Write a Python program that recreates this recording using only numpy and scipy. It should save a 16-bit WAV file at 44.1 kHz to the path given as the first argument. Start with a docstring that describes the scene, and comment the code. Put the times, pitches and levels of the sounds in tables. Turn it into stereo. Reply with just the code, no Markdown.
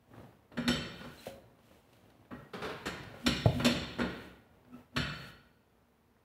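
"""A man climbs over a steel exercise bench in a small brick gym, amid cloth rustle and swells of hiss.
Half a second in, the loose frame clanks, sways and thumps on the wooden floor; then his heel taps the
foot rest. At 2.5 s his rubber soles scuff the frame. A run of clanks follows, and in the middle of it
one palm lands on the floorboards. A last clank at 5 s rings out in the tubes, then two faint taps.
All along, a noise gate turns the quiet background down between the knocks."""
import sys
import numpy as np
from scipy import signal
from scipy.fft import rfft, irfft, next_fast_len
from scipy.io import wavfile
from scipy.ndimage import uniform_filter1d, minimum_filter1d

SR = 44100
rng = np.random.default_rng(int(sys.argv[2]) if len(sys.argv) > 2 else 0)


def log_audio(samples):
    """Write samples as a 16-bit WAV file to the path given in sys.argv[1]."""
    # one column per channel
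    frames = np.atleast_2d(samples).T
    # limit to full scale, then quantise
    limited = np.clip(frames, -1, 1)
    pcm = np.round(limited * 32767).astype(np.int16)
    wavfile.write(sys.argv[1], SR, pcm)


N = 275168
TIME = np.arange(N) / SR
HIT_TIME = np.arange(round(1.3 * SR)) / SR  # the clock of a single hit

# Levels in the tables are relative. A t60 is the time a sound takes to fade by 60 dB.
# the frame clanks: start_s, force_db, hardness_db, treble_db, ring_db, floor_knock_db, tube_pitch_hz
CLANKS = [(0.517, -54, -3, -9, -7.5, 5.5, 1450), (0.5701, -34, -10, -7, -3.5, -6, 1450),
          (0.6771, -26, -1.5, 7.5, -3.5, -6, 3140), (1.0416, -50.5, -14, 0, -9, 2.5, 1450),
          (2.3062, -44.5, -18, -24, -6, -1, 1900), (2.8558, -31, -9, 2.5, -19.5, -6, 1900),
          (2.869, -35, -8, -0.5, -22, -8, 1900), (3.1367, -50, -15, -7.5, -11.5, 1.5, 1450),
          (3.263, -24, 2.5, 6.5, -9, -7, 3140), (3.5957, -32, -9, -16.5, -1.5, -3.5, 1450),
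          (3.6458, -27.5, 1.5, 11, -7.5, -4.5, 3600), (3.6563, -28, 6, 7, -10.5, -1, 3600),
          (3.9855, -33.5, -10.5, -4.5, -18, 0.5, 1570), (4.003, -30, -6.5, -9.5, -9.5, -3, 1590),
          (4.9625, -26, -1.5, -1, -1.5, -11, 4400)]
# the frame sways as his weight shifts: peak_s, level_db, rise_s
SWAYS = [(0.589, -27, 0.0073), (.69, -23, 0.021), (1.071, -47, 0.037), (2.333, -40.5, 0.0092),
         (3.272, -24.5, 0.015), (3.57, -30.5, .015), (3.665, -20.5, 0.017), (4.012, -29, 0.013),
         (4.748, -43.5, 0.047), (4.973, -30.5, 0.013)]
# shoes scrape over the frame: start_s, level_db
SCUFFS = [(1.004, -40.5), (2.533, -32), (2.619, -29.5), (2.644, -30), (2.689, -33.5)]
# light taps of shoes and hands: start_s, level_db, treble_db_per_octave
TAPS = [(0.136, -47, -24), (0.149, -51.5, -7.5), (1.042, -44.5, -4.5), (1.589, -51.5, -2), (1.711, -51, -7),
        (1.931, -51, 5.5), (2.102, -50, 4.5), (2.251, -52, -3.5), (3.034, -44.5, 3.5), (4.274, -55.5, -8.5),
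        (4.649, -50, -2.5), (5.779, -59, -12), (6.166, -55, -14)]
# a joint or a sliding palm squeaks: peak_s, level_db, pitch_hz, half_length_s
SQUEAKS = [(1.197, -56, 4100, 0.016), (4.743, -58.5, 1329, 0.016)]
# cloth rustle and background hiss swell, then fade or cut off as the gate closes:
# peak_s, level_db, swell_s, fade_s
HISS_SWELLS = [(0.18, -68.5, 0.5, 0.42), (1.0, -62, 0.17, 0.34), (1.27, -48, 0.21, 0.11),
               (1.66, -60, 0.13, 0.6), (1.96, -64, 0.3, 0.39), (2.62, -63, 0.2, 1.1),
               (3.23, -56, 0.11, 0.6), (3.6, -51, 0.35, 0.2), (4.24, -61.5, 0.9, 0.17),
               (4.75, -77, 0.25, 0.2), (5.29, -56.5, 0.4, 0.061)]
# his weight rolls over the padded top: peak_s, level_db, swell_s, fade_s
WEIGHT_SHIFTS = [(0.17, -50.5, 0.17, 0.27), (0.75, -57, 0.9, 2.7), (2.1, -61, 2.2, 4.7),
                 (3.0, -55.5, 0.45, 0.46), (3.85, -52, 1.5, 0.44), (4.6, -59, 0.9, 1.4),
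                 (5.24, -55, 0.4, 0.18)]

# groups of close tones at which the steel tubes ring: pitch_hz, width_hz, level_db
TUBE_TONES = [(984, 18, -5), (1366, 66, -2.5), (1454, 44, -1), (1553, 15, -6.5), (1888, 89, -2.5),
              (2380, 87, -4.5), (2640, 150, -4.5), (2932, 120, 0), (3114, 48, 3.5), (3415, 41, -1.5),
              (3635, 80, 0.5), (3926, 36, -9), (4300, 160, -5.5), (4450, 86, -5), (5330, 20, -2.5),
              (5420, 19, 4.5), (6030, 12, -1.5), (7010, 90, 1.5), (7380, 150, 1), (7845, 130, 2.5),
              (10400, 840, -1.5), (12700, 70, -0.5)]
# the tones of a struck part: pitch_hz, level_db, t60_s
BOARD_TONES = [(67.4, -16, 0.84), (87.7, -16.5, 0.52), (119.5, -0.5, 0.32), (147, 3, 0.097),
               (287.3, -15.5, 0.31), (395, -16.5, 0.28), (482.5, -15.5, 0.19), (575, -13, 0.14),
               (624.5, -5, 0.17), (679, -28.5, 0.12), (860, -24.5, 0.31)]
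FOOT_REST_TONES = [(151, -16, 0.22), (512, -12, 0.11), (544, -2.5, 0.34), (609, -4.5, 0.05),
                   (653, -14, 0.064)]
# how long the tubes and the room ring: pitch_hz, t60_s
TUBE_DECAY = [(1000, 0.71), (1450, 1.43), (3100, 0.81), (4400, 1.02), (7500, 0.67), (13000, .35)]
GYM_DECAY = [(60, 0.94), (160, 0.89), (420, 0.81), (1200, 0.89), (3000, 1), (7500, 0.51), (14000, .35)]

# the tone colour of each noise: pitch_hz, level_db
STEEL_COLOUR = [(300, -35.5), (800, -12), (1400, 1), (2200, -3), (3200, -4), (4400, -1.5), (4850, -15.5),
                (5500, -6.5), (6400, -16.5), (7400, -14), (9000, -21.5), (12500, -22.5), (15500, -37.5)]
THUMP_COLOUR = [(25, -66.5), (45, -23.5), (68, 0), (100, -13), (145, 1.5), (180, 0), (260, -16.5),
                (500, -55), (2000, -100)]
WOOD_COLOUR = [(50, -49), (120, -35), (280, 3), (400, -2), (560, 0.5), (760, -9), (1100, -6), (2000, -30),
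               (5000, -82.5)]
SLAP_COLOUR = [(30, -39.5), (70, -10.5), (140, -7.5), (300, -12.5), (620, -9.5), (900, -20.5), (1300, -28),
               (5000, -54)]
SOLE_COLOUR = [(35, -35.5), (60, -16), (234, -3.5), (317, -15.5), (390, -4.5), (798, -14), (1360, -9),
               (2110, -17.5), (4020, -20), (6380, -36), (10400, -40), (15000, -46)]
HISS_COLOUR = [(880, -46), (1500, -6.5), (1690, -10), (3000, -6), (3510, -11), (4100, -11.5), (4800, -16),
               (15500, -20.5)]
BODY_COLOUR = [(24, -40), (40, -11.5), (107, -1), (235, -4), (269, -4.5), (462, -10), (550, -8), (808, -10),
               (999, -14), (4000, -32.5), (5200, -62), (8800, -120)]
ROOM_COLOUR = [(15, -49), (25, -37), (49, -3.5), (107, -8), (173, -19), (240, -3.5), (305, -34), (469, -8),
               (509, -15), (552, -21.5), (895, -16.5), (1710, -20), (7700, -36), (15500, -32.5)]
# how alike left and right are: pitch_hz, likeness (1 = the same)
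STEREO_LIKENESS = [(130, 0.99), (290, 0.9), (600, 0.84), (1400, -0.15), (2500, -0.04), (4500, -0.043),
                   (15000, 0.11)]
# the bench stands a little to the right: pitch_hz, left_minus_right_db
BENCH_BALANCE = [(300, 1.06), (1000, -1), (2500, -2.5), (5000, -4), (8000, -6), (14000, -6.5)]

FULL_FORCE_DB = -25  # a blow with his whole weight
RISE_S, RISE_DOUBLES_DB = 0.0028, 12.5  # rise at hardness 0 dB; the loss of hardness that doubles it
CHATTER_T60_S, CHATTER_DOUBLES_DB = 0.084, 21.5  # the same for the chatter's fade
STRUCK_BOOST_DB, STRUCK_WIDTH = 6, 0.073  # the struck tube rings louder, over this share of its pitch
THUMP_PER_FORCE, THUMP_PER_RING = 0.76, 0.39  # dB of floor thump gained per dB of each
SWAY_HZ, SWAY_SCATTER, SWAY_T60_S = 243.2, 0.013, 0.17  # scatter: share by which the load moves the pitch


def clanks():
    """Loose joints chatter and ring the tubes as the feet hit the floor; harder is brighter and shorter."""
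    out = np.zeros((2, N))
    tube_noises = filtered(rng.standard_normal((len(CLANKS), 2, SR)), tube_gain)  # new for every blow
    for clank, tube_noise in zip(CLANKS, tube_noises):
        start_s, force_db, hardness_db, treble_db, ring_db, knock_db, tube_hz = clank
        rise_s = RISE_S * 2 ** (-hardness_db / RISE_DOUBLES_DB)
        chatter_s = CHATTER_T60_S * 2 ** (-hardness_db / CHATTER_DOUBLES_DB)
        brightness = [(1700, 6.28), (3600, hardness_db + 6.5), (6500, treble_db)]
        chatter = burst(STEEL_COLOUR, rise_s, chatter_s, grit_db=2)
        chatter = filtered(chatter, lambda hz: amp(value_at(brightness, hz)))
        # the tubes favour their own tones at once, and go on ringing in them
        steel = amp(force_db - 5.5) * filtered(chatter, lambda hz: 0.7 + 0.7 * tube_gain(hz))
        near_pitch = lambda hz: np.exp(-((hz / tube_hz - 1) / STRUCK_WIDTH) ** 2)
        struck_tube = filtered(tube_noise, lambda hz: amp(STRUCK_BOOST_DB * near_pitch(hz)))
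        tubes = amp(ring_db - 5) * resonate(steel, die_away(struck_tube, TUBE_DECAY))
        # a blow that rings the tubes also drives the bench's feet into the boards
        thump_db = -33 + THUMP_PER_FORCE * (force_db - FULL_FORCE_DB) + THUMP_PER_RING * ring_db
        thump = amp(thump_db) * burst(THUMP_COLOUR, rise_s=0.0069, t60_s=0.31)
        knock = amp(force_db + knock_db) * burst(WOOD_COLOUR, rise_s=0.0025, t60_s=0.13, grit_db=5.5)
        add(out, start_s, tubes + in_gym(steel + thump + knock, echo_db=-2.5))
    return out


def tube_gain(hz):
    """How strongly the steel tubes ring at each pitch."""
    power = sum(amp(db) ** 2 / (1 + ((hz - pitch_hz) / (0.5 * width_hz)) ** 2) ** 2
                for pitch_hz, width_hz, db in TUBE_TONES)
    return np.sqrt(power)


def sways():
    """The frame bends under his weight: its lowest tone builds up, then dies away."""
    out = np.zeros((2, N))
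    t = HIT_TIME - 0.2  # zero at the peak
    for (peak_s, db, rise_s), load in zip(SWAYS, rng.standard_normal(len(SWAYS))):
        swell = np.exp(np.minimum(t, 0) / rise_s) * amp(-60 * np.maximum(t, 0) / SWAY_T60_S)
        pitch_hz = SWAY_HZ * (1 + SWAY_SCATTER * load)
        add(out, peak_s + t[0], amp(db) * swell * np.sin(2 * np.pi * pitch_hz * t))
    return in_gym(out, echo_db=-15)


def soft_blow(tones, start_s, level_db, slap_db, slap_t60_s, echo_db):
    """A palm or heel lands: a dull slap, and the low tones of the part it hits."""
    out = np.zeros((2, N))
    ring = sum(rng.choice([-1, 1]) * amp(db - 60 * HIT_TIME / t60_s) * np.sin(2 * np.pi * hz * HIT_TIME)
               for hz, db, t60_s in tones)
    slap = amp(slap_db) * burst(SLAP_COLOUR, rise_s=0.00055, t60_s=slap_t60_s)
    add(out, start_s, amp(level_db) * in_gym(ring + slap, echo_db))
    return out


def scuffs_and_taps():
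    """Rubber soles catch and slip on the frame; shoes and hands touch it lightly."""
    out = np.zeros((2, N))
    for start_s, db in SCUFFS:
        scuff = burst(SOLE_COLOUR, rise_s=0.0027, t60_s=0.2, tilt_db=-1)
        add(out, start_s, amp(db - 6.5) * scuff)
    for start_s, db, tilt_db in TAPS:
        tap = burst(SOLE_COLOUR, rise_s=0.00058, t60_s=0.032, grit_db=2, tilt_db=tilt_db)
        add(out, start_s, amp(db - 2) * tap)
    return in_gym(out, echo_db=-2.5)


def squeaks():
    """A joint or palm sticks and slips: a rough tone and its octave swell and fade."""
    out = np.zeros((2, N))
    for peak_s, db, pitch_hz, half_length_s in SQUEAKS:
        waver = unit(uniform_filter1d(rng.standard_normal(N), SR // 300))
        phase = 2 * np.pi * np.cumsum(pitch_hz * (1 + 0.025 * waver)) / SR
        swell = np.exp(-((TIME - peak_s) / half_length_s) ** 2)
        out += amp(db + 4.5) * swell * (np.sin(phase) + 0.25 * np.sin(2 * phase))
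    return in_gym(out, echo_db=-2.5)


def hiss_and_rubbing():
    """Cloth rustle and background hiss swell, then fade or cut off; the body rubs dully on the pad."""
    hiss = swell_gain(HISS_SWELLS) * grainy_noise(HISS_COLOUR, N, grit_db=1.5)
    rubbing = np.hypot(swell_gain(WEIGHT_SHIFTS), amp(-66.5))  # faint even while he rests
    body = rubbing * grainy_noise(BODY_COLOUR, N, grit_db=3.5)
    return hiss + in_gym(body, echo_db=-7)


def swell_gain(swells):
    """Loudness of overlapping swells: each climbs 20 dB in swell_s and drops 20 dB in fade_s."""
    power = sum(amp(db - 20 * np.maximum((peak_s - TIME) / swell_s, (TIME - peak_s) / fade_s)) ** 2
                for peak_s, db, swell_s, fade_s in swells)
    return np.sqrt(power)


def in_gym(x, echo_db):
    """Add the echo of the brick walls."""
    walls = die_away(spread(rng.standard_normal((2, SR))), GYM_DECAY)
    return x + amp(echo_db) * resonate(x, walls)


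def room_background():
    """The room's steady low rumble and faint hiss."""
    return amp(-62) * grainy_noise(ROOM_COLOUR, N, grit_db=0.5)


def grainy_noise(colour, n, grit_db, tilt_db=0):
    """Stereo noise of tiny grains, uneven by grit_db; the treble tilts by tilt_db an octave."""
    sizes = np.repeat(amp(grit_db * rng.standard_normal(n // 64 + 1)), 64)[:n]
    grains = spread(sizes * rng.standard_normal((2, n)))
    treble_octaves = lambda hz: np.log2(np.maximum(hz / 1800, 1))
    return unit(filtered(grains, lambda hz: amp(value_at(colour, hz) + tilt_db * treble_octaves(hz))))


def burst(colour, rise_s, t60_s, grit_db=0, tilt_db=0):
    """A short run of contacts that swells and dies, with a strength of about 1 at its peak."""
    t = HIT_TIME[:SR // 2]
    shape = (1 - np.exp(-t / rise_s)) * amp(-60 * t / t60_s)
    sound = unit(grainy_noise(colour, len(t), grit_db, tilt_db) * shape)
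    sound *= np.sqrt(np.mean(shape ** 2)) / shape.max()
    return np.pad(sound, ((0, 0), (0, len(HIT_TIME) - len(t))))


def die_away(pair, decays):
    """Make each pitch of a steady sound fade at its own speed."""
    hz, t, bands = signal.stft(pair, SR, nperseg=256)
    fade = amp(-60 * t / value_at(decays, hz)[:, None])
    return signal.istft(bands * fade, SR, nperseg=256)[1]


def resonate(x, tail):
    """Every sample of x sets off a copy of the tail, which is scaled to an energy of 1."""
    tail = unit(tail) / np.sqrt(tail.shape[-1])
    return signal.fftconvolve(x, tail, axes=1)[:, :x.shape[-1]]


def spread(pair):
    """Two unrelated signals become left and right: alike in the bass, apart in the treble."""
    angle = lambda hz: np.arccos(np.clip(value_at(STEREO_LIKENESS, hz), -1, 1)) / 2
    mid, side = filtered(pair, lambda hz: np.array([np.cos(angle(hz)), np.sin(angle(hz))]))
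    return np.array([mid + side, mid - side])


def filtered(x, gain_at):
    """Turn each pitch of x up or down by gain_at(hz)."""
    n = x.shape[-1]
    padded = next_fast_len(n + 8192, True)
    return irfft(rfft(x, padded) * gain_at(np.fft.rfftfreq(padded, 1 / SR)), padded)[..., :n]


def value_at(points, hz):
    """Read between the (pitch_hz, value) rows of a table, with octaves evenly spaced."""
    pitches, values = np.transpose(points)
    return np.interp(np.log(hz + 1), np.log(pitches), values)


def add(track, start_s, sound):
    """Mix a sound into the track at start_s."""
    i = round(start_s * SR)
    track[:, i:i + sound.shape[-1]] += sound[..., :N - i]


def amp(db):
    """Decibels to gain."""
    return 10 ** (np.asarray(db) / 20)


def unit(x):
    """Scale to an average strength (rms) of 1."""
    return x / np.sqrt(np.mean(x ** 2) + 1e-20)


def noise_gate(x, threshold_db, depth_db, hold_s, glide_s):
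    """Full volume while the sound is loud and for a short hold, then the volume sinks."""
    power = uniform_filter1d(np.mean(x ** 2, axis=0), SR // 100)
    level_db = 10 * np.log10(np.abs(power) + 1e-12)
    shut = np.clip((threshold_db - level_db) / 10, 0, 1)  # fully shut 10 dB below the threshold
    hold, glide = int(hold_s * SR), int(glide_s * SR)
    held = minimum_filter1d(shut, hold, origin=(hold - 1) // 2)
    smoothed = uniform_filter1d(held, glide, origin=(glide - 1) // 2)
    return x * amp(-depth_db * np.minimum(held, smoothed))


def scene():
    """The bench and the blows, a little to the right, over hiss, rubbing and the room's background."""
    bench = clanks() + sways() + scuffs_and_taps() + squeaks()
    palm = soft_blow(BOARD_TONES, start_s=3.458, level_db=-20.5, slap_db=-4, slap_t60_s=0.077, echo_db=-9)
    heel = soft_blow(FOOT_REST_TONES, start_s=1.268, level_db=-36, slap_db=-6, slap_t60_s=0.12, echo_db=-7)
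    left_right = lambda hz: amp(np.outer([0.5, -0.5], value_at(BENCH_BALANCE, hz)))
    return filtered(bench + palm + heel, left_right) + hiss_and_rubbing() + room_background()


def record(dry):
    """A noise gate, then the deepest bass and the highest treble are cut away."""
    gated = noise_gate(dry, threshold_db=-45.5, depth_db=8, hold_s=0.047, glide_s=0.052)
    bass_cut = signal.butter(4, 48, "high", fs=SR, output="sos")
    return filtered(signal.sosfilt(bass_cut, gated), lambda hz: hz < 15750)


dry = scene()
out = record(dry)
log_audio(out)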